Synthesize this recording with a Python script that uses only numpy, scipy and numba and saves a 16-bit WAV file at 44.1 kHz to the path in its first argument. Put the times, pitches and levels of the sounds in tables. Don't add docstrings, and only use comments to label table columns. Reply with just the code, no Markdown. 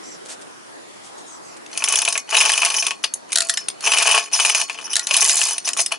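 import sys
import numpy as np
from scipy import signal
from scipy.fft import rfft, irfft
from scipy.io import wavfile
from scipy.ndimage import uniform_filter1d, minimum_filter1d
from numba import njit

SR = 44100
rng = np.random.default_rng(int(sys.argv[2]) if len(sys.argv) > 2 else 0)


def wrap_up_sound(samples):
    columns = np.atleast_2d(samples).T
    tamed = np.clip(columns, -1, 1)
    steps = np.round(tamed * 32767).astype(np.int16)
    wavfile.write(sys.argv[1], SR, steps)


N = 263718
SIZE = 16384
T, HZ = np.arange(SIZE) / SR, np.fft.rfftfreq(SIZE, 1 / SR)


def gain_of(db):
    return 10 ** (np.asarray(db) / 20)


def evened(x):
    return x / np.sqrt(np.mean(x ** 2) + 1e-20)


def read(points, hz):
    f, value = np.transpose(points)
    return np.interp(np.log(hz + 1), np.log(f + 1), value)


def add(mix, s, sound):
    part = mix[:, max(round(s * SR), 0):][:, :sound.shape[1]]
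    part += sound[:, :part.shape[1]]


def causal(db):
    cepstrum = irfft(np.log(gain_of(db)))
    fold = np.r_[1, np.full(SIZE // 2 - 1, 2), 1, np.zeros(SIZE // 2 - 1)]
    return np.exp(rfft(cepstrum * fold))


def coloured(x, colour):
    response = irfft(causal(read(colour, HZ)))[None]
    return signal.oaconvolve(x, response, axes=1)[:, :x.shape[1]]


def pair(size, apart):
    mid, side = rng.standard_normal((2, size))
    return np.array([mid + apart * side, mid - apart * side]) / np.hypot(1, apart)


def narrow(hz, width_hz):
    pole = np.exp(-np.pi * width_hz / SR)
    noise = pair(len(hz), 0.54) + 1j * pair(len(hz), 0.57)
    haze = signal.lfilter([1], np.poly([pole, pole]), noise)
    carrier = np.exp(2j * np.pi * np.cumsum(hz) / SR)
    return evened((haze * carrier).real)


def ring(modes, detune=0.00785):
    hz, db, t60 = np.transpose(modes)[:, :, None]
    force, turn, skew, shift = rng.standard_normal((4, len(modes), 1))
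    swing = gain_of(db + 5.4 * force - 60 * T / t60)
    angle = 2 * np.pi * (hz * (1 + detune * shift) * T + turn)
    return np.array([(swing * np.sin(angle + side * 0.26 * skew)).sum(0) for side in (-1, 1)])


def crack(t60, tail_db, tail_t60, bounce_s=0.0034, count=4):
    at = np.r_[0, np.cumsum(bounce_s * rng.uniform(.3, 1.7, count - 1))][:, None]
    force_db = -6 * np.arange(count)[:, None] * rng.uniform(.6, 1.4, (count, 1))
    contacts = (gain_of(force_db - 60 * abs(T - at) / t60) * (T >= at)).sum(0)
    chatter = pair(SIZE, 0.37) * gain_of(tail_db - 60 * T / tail_t60)
    return pair(SIZE, 0.33) * contacts + chatter


def own_voice(spread_db, width_hz):
    knots = np.arange(len(HZ)) * width_hz
    return causal(spread_db * np.interp(HZ, knots, rng.standard_normal(len(HZ))))


def strength(spectrum, lo, hi):
    onset = irfft(spectrum.mean(0) * (HZ > lo) * (HZ < hi))[:260]
    return np.sqrt(np.mean(onset ** 2))


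# (frequency [Hz], relative level [dB])
FOREST_COLOUR = [(25, -55), (70, -25), (140, -10.5), (350, 0.5), (480, -3.5), (950, -4.5), (1400, -7.5),
                 (2700, -16), (5000, -18), (11000, -21)]
# (frequency [Hz], correlation [-1 to 1])
FOREST_CORRELATION = [(60, -0.64), (400, -0.7), (2600, -0.31), (5500, -0.067)]


def forest():
    frames, hz = N // 256 + 5, np.fft.rfftfreq(1024, 1 / SR)
    a, b, c, d, patches = rng.standard_normal((5, frames, len(hz)))
    patches = uniform_filter1d(patches, size=24, axis=0)
    patches = evened(uniform_filter1d(patches, size=10, axis=1))
    same = np.clip(read(FOREST_CORRELATION, hz), -1, 1)
    left = a + 1j * b
    right = same * left + np.sqrt(1 - same ** 2) * (c + 1j * d)
    z = np.array([left, right]) * gain_of(read(FOREST_COLOUR, hz) + 1.9 * patches)
    hush = signal.istft(z.swapaxes(1, 2), nperseg=1024, noverlap=768)[1][:, :N]
    return gain_of(-38.0) * evened(hush)


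# (time [s], length [s], start [Hz], middle [Hz], end [Hz], relative level [dB])
WHISTLES = [(.01, 0.18, 5300, 5920, 5200, -39.5), (1.161, 0.079, 6650, 6600, 6600, -46),
            (1.245, 0.15, 6900, 6380, 5550, -40.5), (1.412, 0.16, 6700, 6020, 5000, -45)]


def whistles():
    out = np.zeros((2, N))
    for s, length, *pitch, db in WHISTLES:
        u = np.linspace(0, 1, int(length * SR))
        hz = np.polyval(np.polyfit([0, .5, 1], pitch, 2), u)
        tone = narrow(hz, 100) + narrow(hz * 1.28, 420) + gain_of(0.5) * narrow(hz, 1800)
        add(out, s, gain_of(db - 7) * tone * signal.windows.tukey(len(u), .5))
    return out


# (time [s], length [s], relative level [dB])
RUSTLES = [(0.251, .035, -34.5), (0.284, .075, -27.5), (0.412, .025, -34.5), (1.032, 0.075, -37.5),
           (1.181, .02, -38), (1.563, 0.022, -37)]
# (frequency [Hz], gain [dB])
RUSTLE_COLOUR = [(100, -9), (500, 4), (2000, 1.5), (5000, 4.5), (8500, 6), (11000, 0.5)]


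def rustles():
    out = np.zeros((2, N))
    for s, length, db in RUSTLES:
        u = np.linspace(0, 1, int(length * SR))
        grains = coloured(pair(len(u), 0.61) * rng.exponential(1, len(u)), RUSTLE_COLOUR)
        stroke = evened(grains * np.sqrt(u) * (1 - u))
        add(out, s, gain_of(db - 6.0) * stroke)
    return out


# (frequency [Hz], left minus right [dB])
BALANCE = [(150, -7.5), (600, 7.5), (1130, 5.5), (2020, 5), (3630, 2.5), (6500, 0)]


def placed(x):
    x = signal.sosfilt(signal.butter(3, 270, "high", fs=SR, output="sos"), x)
    lean = [irfft(causal(side * read(BALANCE, HZ) / 2)) for side in (1, -1)]
    echoes = rng.standard_normal((2, SIZE)) * (rng.random((2, SIZE)) < .05)
    scatter = echoes * gain_of(-60 * T / 0.11) * (T > .012)
    paths = lean + gain_of(-14.5) * scatter / np.linalg.norm(scatter[0])
    return signal.oaconvolve(x, paths, axes=1)[:, :N]


# (time [s], relative level [dB])
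SLAPS = [(3.357, -6), (3.3602, -6), (3.3736, -9), (3.3844, -6), (3.4054, -2), (3.4956, -3), (4.9558, -4),
         (4.9653, -1.5), (4.9946, -9), (5.07, -9.5), (5.142, -10), (5.1742, -8), (5.689, -7.5)]
THUMP_DB, THUMP_S = -46, 0.0015


def thumps():
    out, pulse = np.zeros((2, N)), T / THUMP_S * np.exp(1 - T / THUMP_S)
    for s, db in SLAPS:
        add(out, s, gain_of(db + THUMP_DB) * np.array([pulse, pulse]))
    return out


# (frequency [Hz], gain [dB])
SLAP_COLOUR = [(60, -70), (400, -40), (1000, -21.5), (1650, -5), (2300, -13.5), (4100, 0.5), (4900, -4),
               (7500, -2), (11000, -4.5)]
# (frequency [Hz], relative level [dB], 60 dB decay time [s])
COVER_MODES = [(670, -10, 0.35), (1406, -8, 0.23), (1763, -9.5, 0.11), (1920, -3, 0.13), (3640, -29, .04)]


def slaps():
    out, colour = np.zeros((2, N)), causal(read(SLAP_COLOUR, HZ))
    for s, db in SLAPS:
        blow = crack(t60=.008, tail_db=-14, tail_t60=.07, bounce_s=.0012)
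        z = rfft(blow) * colour + gain_of(-32.0) * rfft(ring(COVER_MODES))
        z = z * own_voice(spread_db=1.5, width_hz=540)
        add(out, s, gain_of(db) * irfft(z) / strength(z, 1200, 11000))
    return gain_of(-4.0) * out


def wheel_clunk(s=2.5, db=-13):
    out = np.zeros((2, N))
    colour = causal(read([(400, -47), (700, -13), (1100, -11), (1700, 6), (2900, 2), (4000, -25), (11000, -23)], HZ))
    z = rfft(crack(t60=0.0055, tail_db=-12, tail_t60=0.031, bounce_s=0.0038)) * colour
    add(out, s, gain_of(db) * irfft(z) / strength(z, 400, 3300))
    return out


def beats(first_s, number, per_s):
    progress = np.linspace(0, 1, round(number) - 1)
    speed = np.polyval(np.polyfit([0, .5, 1], per_s, 2), progress)
    return first_s + np.r_[0, np.cumsum(1 / speed)]


# (frequency [Hz], gain [dB])
PAWL_COLOUR = [(500, -41), (3000, -26), (6500, -7.5), (7400, 7), (8500, -7), (9500, 0), (11000, 0)]
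PAWL_S, PAWL_TEETH = 5.208, 22
PAWL_PER_S = (52.1, 77.8, 41.9)
PAWL_DB, PAWL_DRIFT_DB = -5, -17


def pawl():
    out, colour = np.zeros((2, N)), causal(read(PAWL_COLOUR, HZ))
    for s in beats(PAWL_S, PAWL_TEETH, PAWL_PER_S):
        db = PAWL_DB + PAWL_DRIFT_DB * (s - PAWL_S) + 1.5 * rng.standard_normal()
        z = rfft(crack(t60=.01, tail_db=-15, tail_t60=.04, bounce_s=.001, count=2)) * colour
        add(out, s, gain_of(db) * irfft(z) / strength(z, 6500, 11000))
    return gain_of(-4.5) * out


# (time [s], nominal length [s], relative level [dB])
SQUEAKS = [(1.968, 0.011, -23), (2.454, 0.018, -23), (2.762, 0.0096, -15), (2.79, 0.018, -18.5),
           (3.028, 0.0091, -37), (3.6, 0.0077, -35), (3.835, 0.017, -27.5), (4.328, 0.017, -14.5),
           (4.838, 0.022, -31), (4.892, 0.042, -30), (5.026, 0.016, -34), (5.209, 0.013, -14.5),
           (5.648, 0.012, -25)]
SLIDE_AFTER_S, SLIDE_S, SLIDE_DB = 0.012, 0.0099, -17.5


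def squeaks(touched):
    out = np.zeros((2, N))
    slides = [(s + SLIDE_AFTER_S, SLIDE_S, db + SLIDE_DB) for s, db, _ in touched]
    for s, length, db in SQUEAKS + slides:
        steady = np.full(int(1.71 * length * SR), 1 + .015 * rng.standard_normal())
        tone = narrow(6150 * steady, 260)
        tone = tone + gain_of(-2.0) * narrow(5450 * steady, 290)
        tone = tone + gain_of(-5.5) * narrow(10300 * steady, 600)
        add(out, s, gain_of(db + 3) * tone * signal.windows.tukey(len(steady), .5))
    return out


def rattle(level_db, colour, modes, ring_db, per_s, spread_db, count=12):
    out, tint, level = np.zeros((2, N)), causal(read(colour, HZ)), gain_of(level_db)
    busy = np.clip(gain_of(0.47 * (level_db + 18.0)), .2, 1)
    for _ in range(count):
        force = gain_of(spread_db * np.minimum(rng.exponential(1, N), 3)) * rng.choice([-1, 1], N)
        chance = busy * per_s / count / SR
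        contacts = evened(force) * (rng.random(N) < chance) / np.sqrt(chance) * level
        impact = rfft(crack(t60=0.0056, tail_db=-14.5, tail_t60=0.022, bounce_s=0.0028))
        blow = irfft(impact * tint * own_voice(spread_db=6.0, width_hz=407))
        blow = blow + gain_of(ring_db) * ring(modes)
        blow = blow / np.linalg.norm(blow.mean(0))
        out += signal.oaconvolve(contacts[None], blow, axes=1)[:, :N]
    return out / np.sqrt(count)


RELEASE_DB = -24.5


def effort_db(t, start, attack, hold, release, drift_db):
    held = t - start - attack
    rise_db = 20 * np.log10(np.clip((t - start) / attack, 1e-5, 1))
    return rise_db + drift_db * np.clip(held, 0, hold) + RELEASE_DB * np.maximum(held - hold, 0) / release


# (start [s], attack [s], hold [s], release [s],
# drift [dB/s], relative grinding level [dB], relative jingle level [dB])
MOVES = [(1.69, 0.26, .23, 0.033, -31, -23, -21.5), (2.264, 0.12, 0.493, 0.095, -18.5, -15, -12),
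         (3.285, 0.038, 0.35, 0.24, -34, -31.5, -31), (3.815, 0.038, 0.31, 0.13, 30.5, -18, -18.5),
         (4.311, 0.05, 0.24, 0.063, 1.5, -18.5, -10), (4.66, .02, 0.4, 0.14, -3, -32, -31.5),
         (5.057, 0.13, 0.33, 0.089, -13.5, -15, -6), (5.636, 0.037, 0.014, 0.037, 0, -21, -16.5),
         (5.755, 0.042, 0.0069, 0.035, -10, -18, -8.5), (5.905, 0.016, .02, 0.029, -10, -19.5, -28)]
# (frequency [Hz], gain [dB])
WHEEL_COLOUR = [(60, -54), (330, -40.5), (440, -3), (530, -14.5), (680, 4), (760, -10.5), (870, 1.5),
                (1350, -1.5), (2100, -5), (2560, 8.5), (3000, -0.5), (3500, -9.5), (6000, -9), (11000, -13)]
JINGLE_COLOUR = [(300, -87), (2000, -9.5), (4200, -4), (4750, -6), (5300, -12), (6150, 5.5), (7100, -9.5),
                 (9600, -2), (10300, -8), (11200, -9.5)]
# (frequency [Hz], relative level [dB], 60 dB decay time [s])
HOUSING_MODES = [(436, -12.5, 0.11), (691, -16, 0.21), (873, 0, 0.069), (1101.3, -4, 0.14),
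                 (1738, -3.5, 0.07), (2522, 6.5, 0.032), (2394, -0.5, 0.063), (2460, -8, 0.2),
                 (2982, 9.5, 0.058), (3390, -12, 0.17)]
LINK_MODES = [(4410, -10.5, 0.5), (5060, 1, 0.11), (5760, -5, 0.052), (5270, -2, 0.21), (5960, -1.5, 0.15),
              (6400, 1, 0.1), (6940, -0.5, 0.16), (8380, -4.5, 0.14), (9300, -17, .18), (10100, 8, 0.041),
              (10770, 2.5, 0.057)]
SURGE, SURGE_S = 1.1, 0.013


def running_chain(seated):
    t = np.arange(N) / SR
    grind = sum(gain_of(effort_db(t, *shape) + db) for *shape, db, _ in MOVES)
    jingle = sum(gain_of(effort_db(t, *shape) + db) for *shape, _, db in MOVES)
    jolts = np.bincount([round(row[0] * SR) for row in seated], minlength=N)[:N]
    surge = 1 + SURGE * signal.lfilter([1], [1, -np.exp(-1 / (SURGE_S * SR))], jolts)
    grind_db, jingle_db = 20 * np.log10(surge * np.array([grind, jingle]) + 1e-6)
    wheel = rattle(grind_db - 3.5, WHEEL_COLOUR, HOUSING_MODES, ring_db=-25.0, per_s=430, spread_db=3.5)
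    links = rattle(jingle_db - 4.5, JINGLE_COLOUR, LINK_MODES, ring_db=-28, per_s=400, spread_db=3.5)
    return wheel + links


# (first link [s], number of links, links at start [1/s], at middle [1/s], at end [1/s])
PULLS = [(1.7752, 11, 15.46, 32.37, 19.47), (2.3682, 13, 23.74, 24.15, 24.35),
         (3.8626, 8, 17.78, 21.6, 33.1), (4.3358, 6, 15.82, 21.0, 15.28)]
# (relative knock level [dB], body balance [dB],
# relative clink level [dB], balance of its 3.2-6.5 kHz part [dB])
STRIKES = [(-20.5, -10, -9.5, -2.5), (-4.5, -14, -11.5, -2), (-13.5, -19.5, -18, -26),
           (-6.5, -8.5, -9.5, -25)]
LINK_SPREAD_DB = 1.5


def seatings():
    knock_rows, clink_rows = [], []
    for (first_s, links, *per_s), (knock_db, body_db, clink_db, dull_db) in zip(PULLS, STRIKES):
        for s in beats(first_s, links, per_s):
            force_db = max(effort_db(s, *move[:5]) for move in MOVES)
            luck_db = LINK_SPREAD_DB * rng.standard_normal(4)
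            knock_rows.append((s, knock_db + force_db + luck_db[0], body_db + luck_db[1]))
            clink_rows.append((s, clink_db + force_db + luck_db[2], dull_db + luck_db[3]))
    return knock_rows, clink_rows


# (time [s], relative level above 6.5 kHz [dB],
# balance of the 3.2-6.5 kHz part against it [dB])
CLINKS = [(1.6623, -45.5, 15), (1.73, -41, 14), (2.0503, -17, -1), (2.3847, -16.5, 8), (2.404, -12, 3),
          (2.5186, -9.5, -4), (2.6494, -6, 0.5), (2.867, -11, 2), (3.0415, -17.5, 9), (3.1382, -13, -9),
          (3.32, -22, 1.5), (3.3288, -15, -3), (3.4198, -17.5, -2), (3.449, -27, -12), (3.47, -26, -14),
          (3.487, -23.5, -3), (3.501, -16.5, 0.5), (3.5393, -21, 2), (3.5731, -18.5, 5),
          (3.6847, -14, -3.5), (3.7007, -37, 11), (3.8075, -30.5, -1), (3.9205, -23, 6), (3.9354, -19, 3),
          (3.9844, -9.5, 1), (4.9327, -15.5, -3), (5.1661, -1, -6), (5.2944, -7.5, 4), (5.5806, -12.5, 0),
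          (5.6561, -35, 0), (5.6757, -19.5, 6.5), (5.733, -16.5, -2), (5.7719, -15, -5.5),
          (5.8141, -11, -7), (5.8615, -13.5, 1), (5.9217, -16.5, -2.5)]
# (frequency [Hz], gain [dB])
LINK_COLOUR = [(300, -34), (1200, -16), (3000, -4.5), (4200, -6), (4750, -7.5), (5300, -3), (6200, 4),
               (7000, 3.5), (8300, 4.5), (9700, 7.5), (10400, 8), (11200, -4)]


def clinks(rows):
    out, colour = np.zeros((2, N)), causal(read(LINK_COLOUR, HZ))
    low = 1 / (1 + (HZ / 6500) ** 12)
    for s, db, dull_db in rows:
        blow = crack(t60=.011, tail_db=-11, tail_t60=.06, bounce_s=.002)
        z = rfft(blow) * colour + gain_of(-31) * rfft(ring(LINK_MODES))
        z = z * own_voice(spread_db=5.5, width_hz=431)
        top, middle = strength(z, 6500, 11000), strength(z, 3200, 6500)
        z = z * causal(low * (dull_db - 20 * np.log10(middle / top)))
        add(out, s, gain_of(db) * irfft(z) / top)
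    return gain_of(-1.5) * out


# (time [s],
# relative level at 2.2-3.3 kHz [dB], balance of the hollow body below 2 kHz, before a common offset [dB])
KNOCKS = [(1.8222, -19, -3.5), (1.877, -19.5, -4), (1.9371, -14, -4), (2.0775, -9, -8.5),
          (2.155, -13.5, -6), (2.327, -17, -1.5), (2.3457, -9, -5), (2.453, -9, -5), (2.6318, -6, -6),
          (2.9078, -12.5, -8), (3.0392, -15.5, -2.5), (3.874, -10.5, -12), (3.9188, -4, -37),
          (3.9372, -10.5, -5.5), (4.6975, -13, -7.5), (4.7878, -24, -1), (5.11, -6.5, -11.5),
          (5.1428, -6.5, -29), (5.4147, -5.5, -9), (5.791, -18, 0), (5.92, -15, -5)]


def knocks(rows):
    out, colour = np.zeros((2, N)), causal(read(WHEEL_COLOUR, HZ))
    low = 1 / (1 + (HZ / 2100) ** 8)
    for s, db, body_db in rows:
        blow = crack(t60=.011, tail_db=-13, tail_t60=.085, bounce_s=.004)
        z = rfft(blow) * colour + gain_of(-25.5) * rfft(ring(HOUSING_MODES))
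        z = z * own_voice(spread_db=1.5, width_hz=318)
        rim, body = strength(z, 2200, 3300), strength(z, 400, 2000)
        z = z * causal(low * (body_db - 2.5 - 20 * np.log10(body / rim)))
        add(out, s, gain_of(db) * irfft(z) / rim)
    return gain_of(-2) * out


def scene():
    seated, touched = seatings()
    hoist = slaps() + wheel_clunk() + pawl() + squeaks(touched) + running_chain(seated)
    hoist = hoist + clinks(touched + CLINKS) + knocks(seated + KNOCKS)
    return forest() + whistles() + rustles() + thumps() + placed(hoist)


@njit
def gain_control(size, depth_db, lag_samples):
    gain, recent = np.ones(len(size)), 0.
    for i in range(len(size)):
        gain[i] = 10 ** (-depth_db * recent / 20)
        recent += (size[i] * gain[i] - recent) / lag_samples
    return gain


EDGE_HZ = 11180


def record(dry):
    edge = signal.firwin(301, EDGE_HZ, window=("kaiser", 7), fs=SR)[None]
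    heard = signal.oaconvolve(dry, edge, "same", axes=1)
    heard = heard * gain_control(abs(heard).mean(0), depth_db=75.5, lag_samples=.28 * SR)
    headroom = .97 / np.maximum(abs(heard).max(0), .97)
    limited = heard * uniform_filter1d(minimum_filter1d(headroom, size=61), size=61)
    return signal.oaconvolve(limited, edge, "same", axes=1)


dry = scene()
out = record(dry)
wrap_up_sound(out)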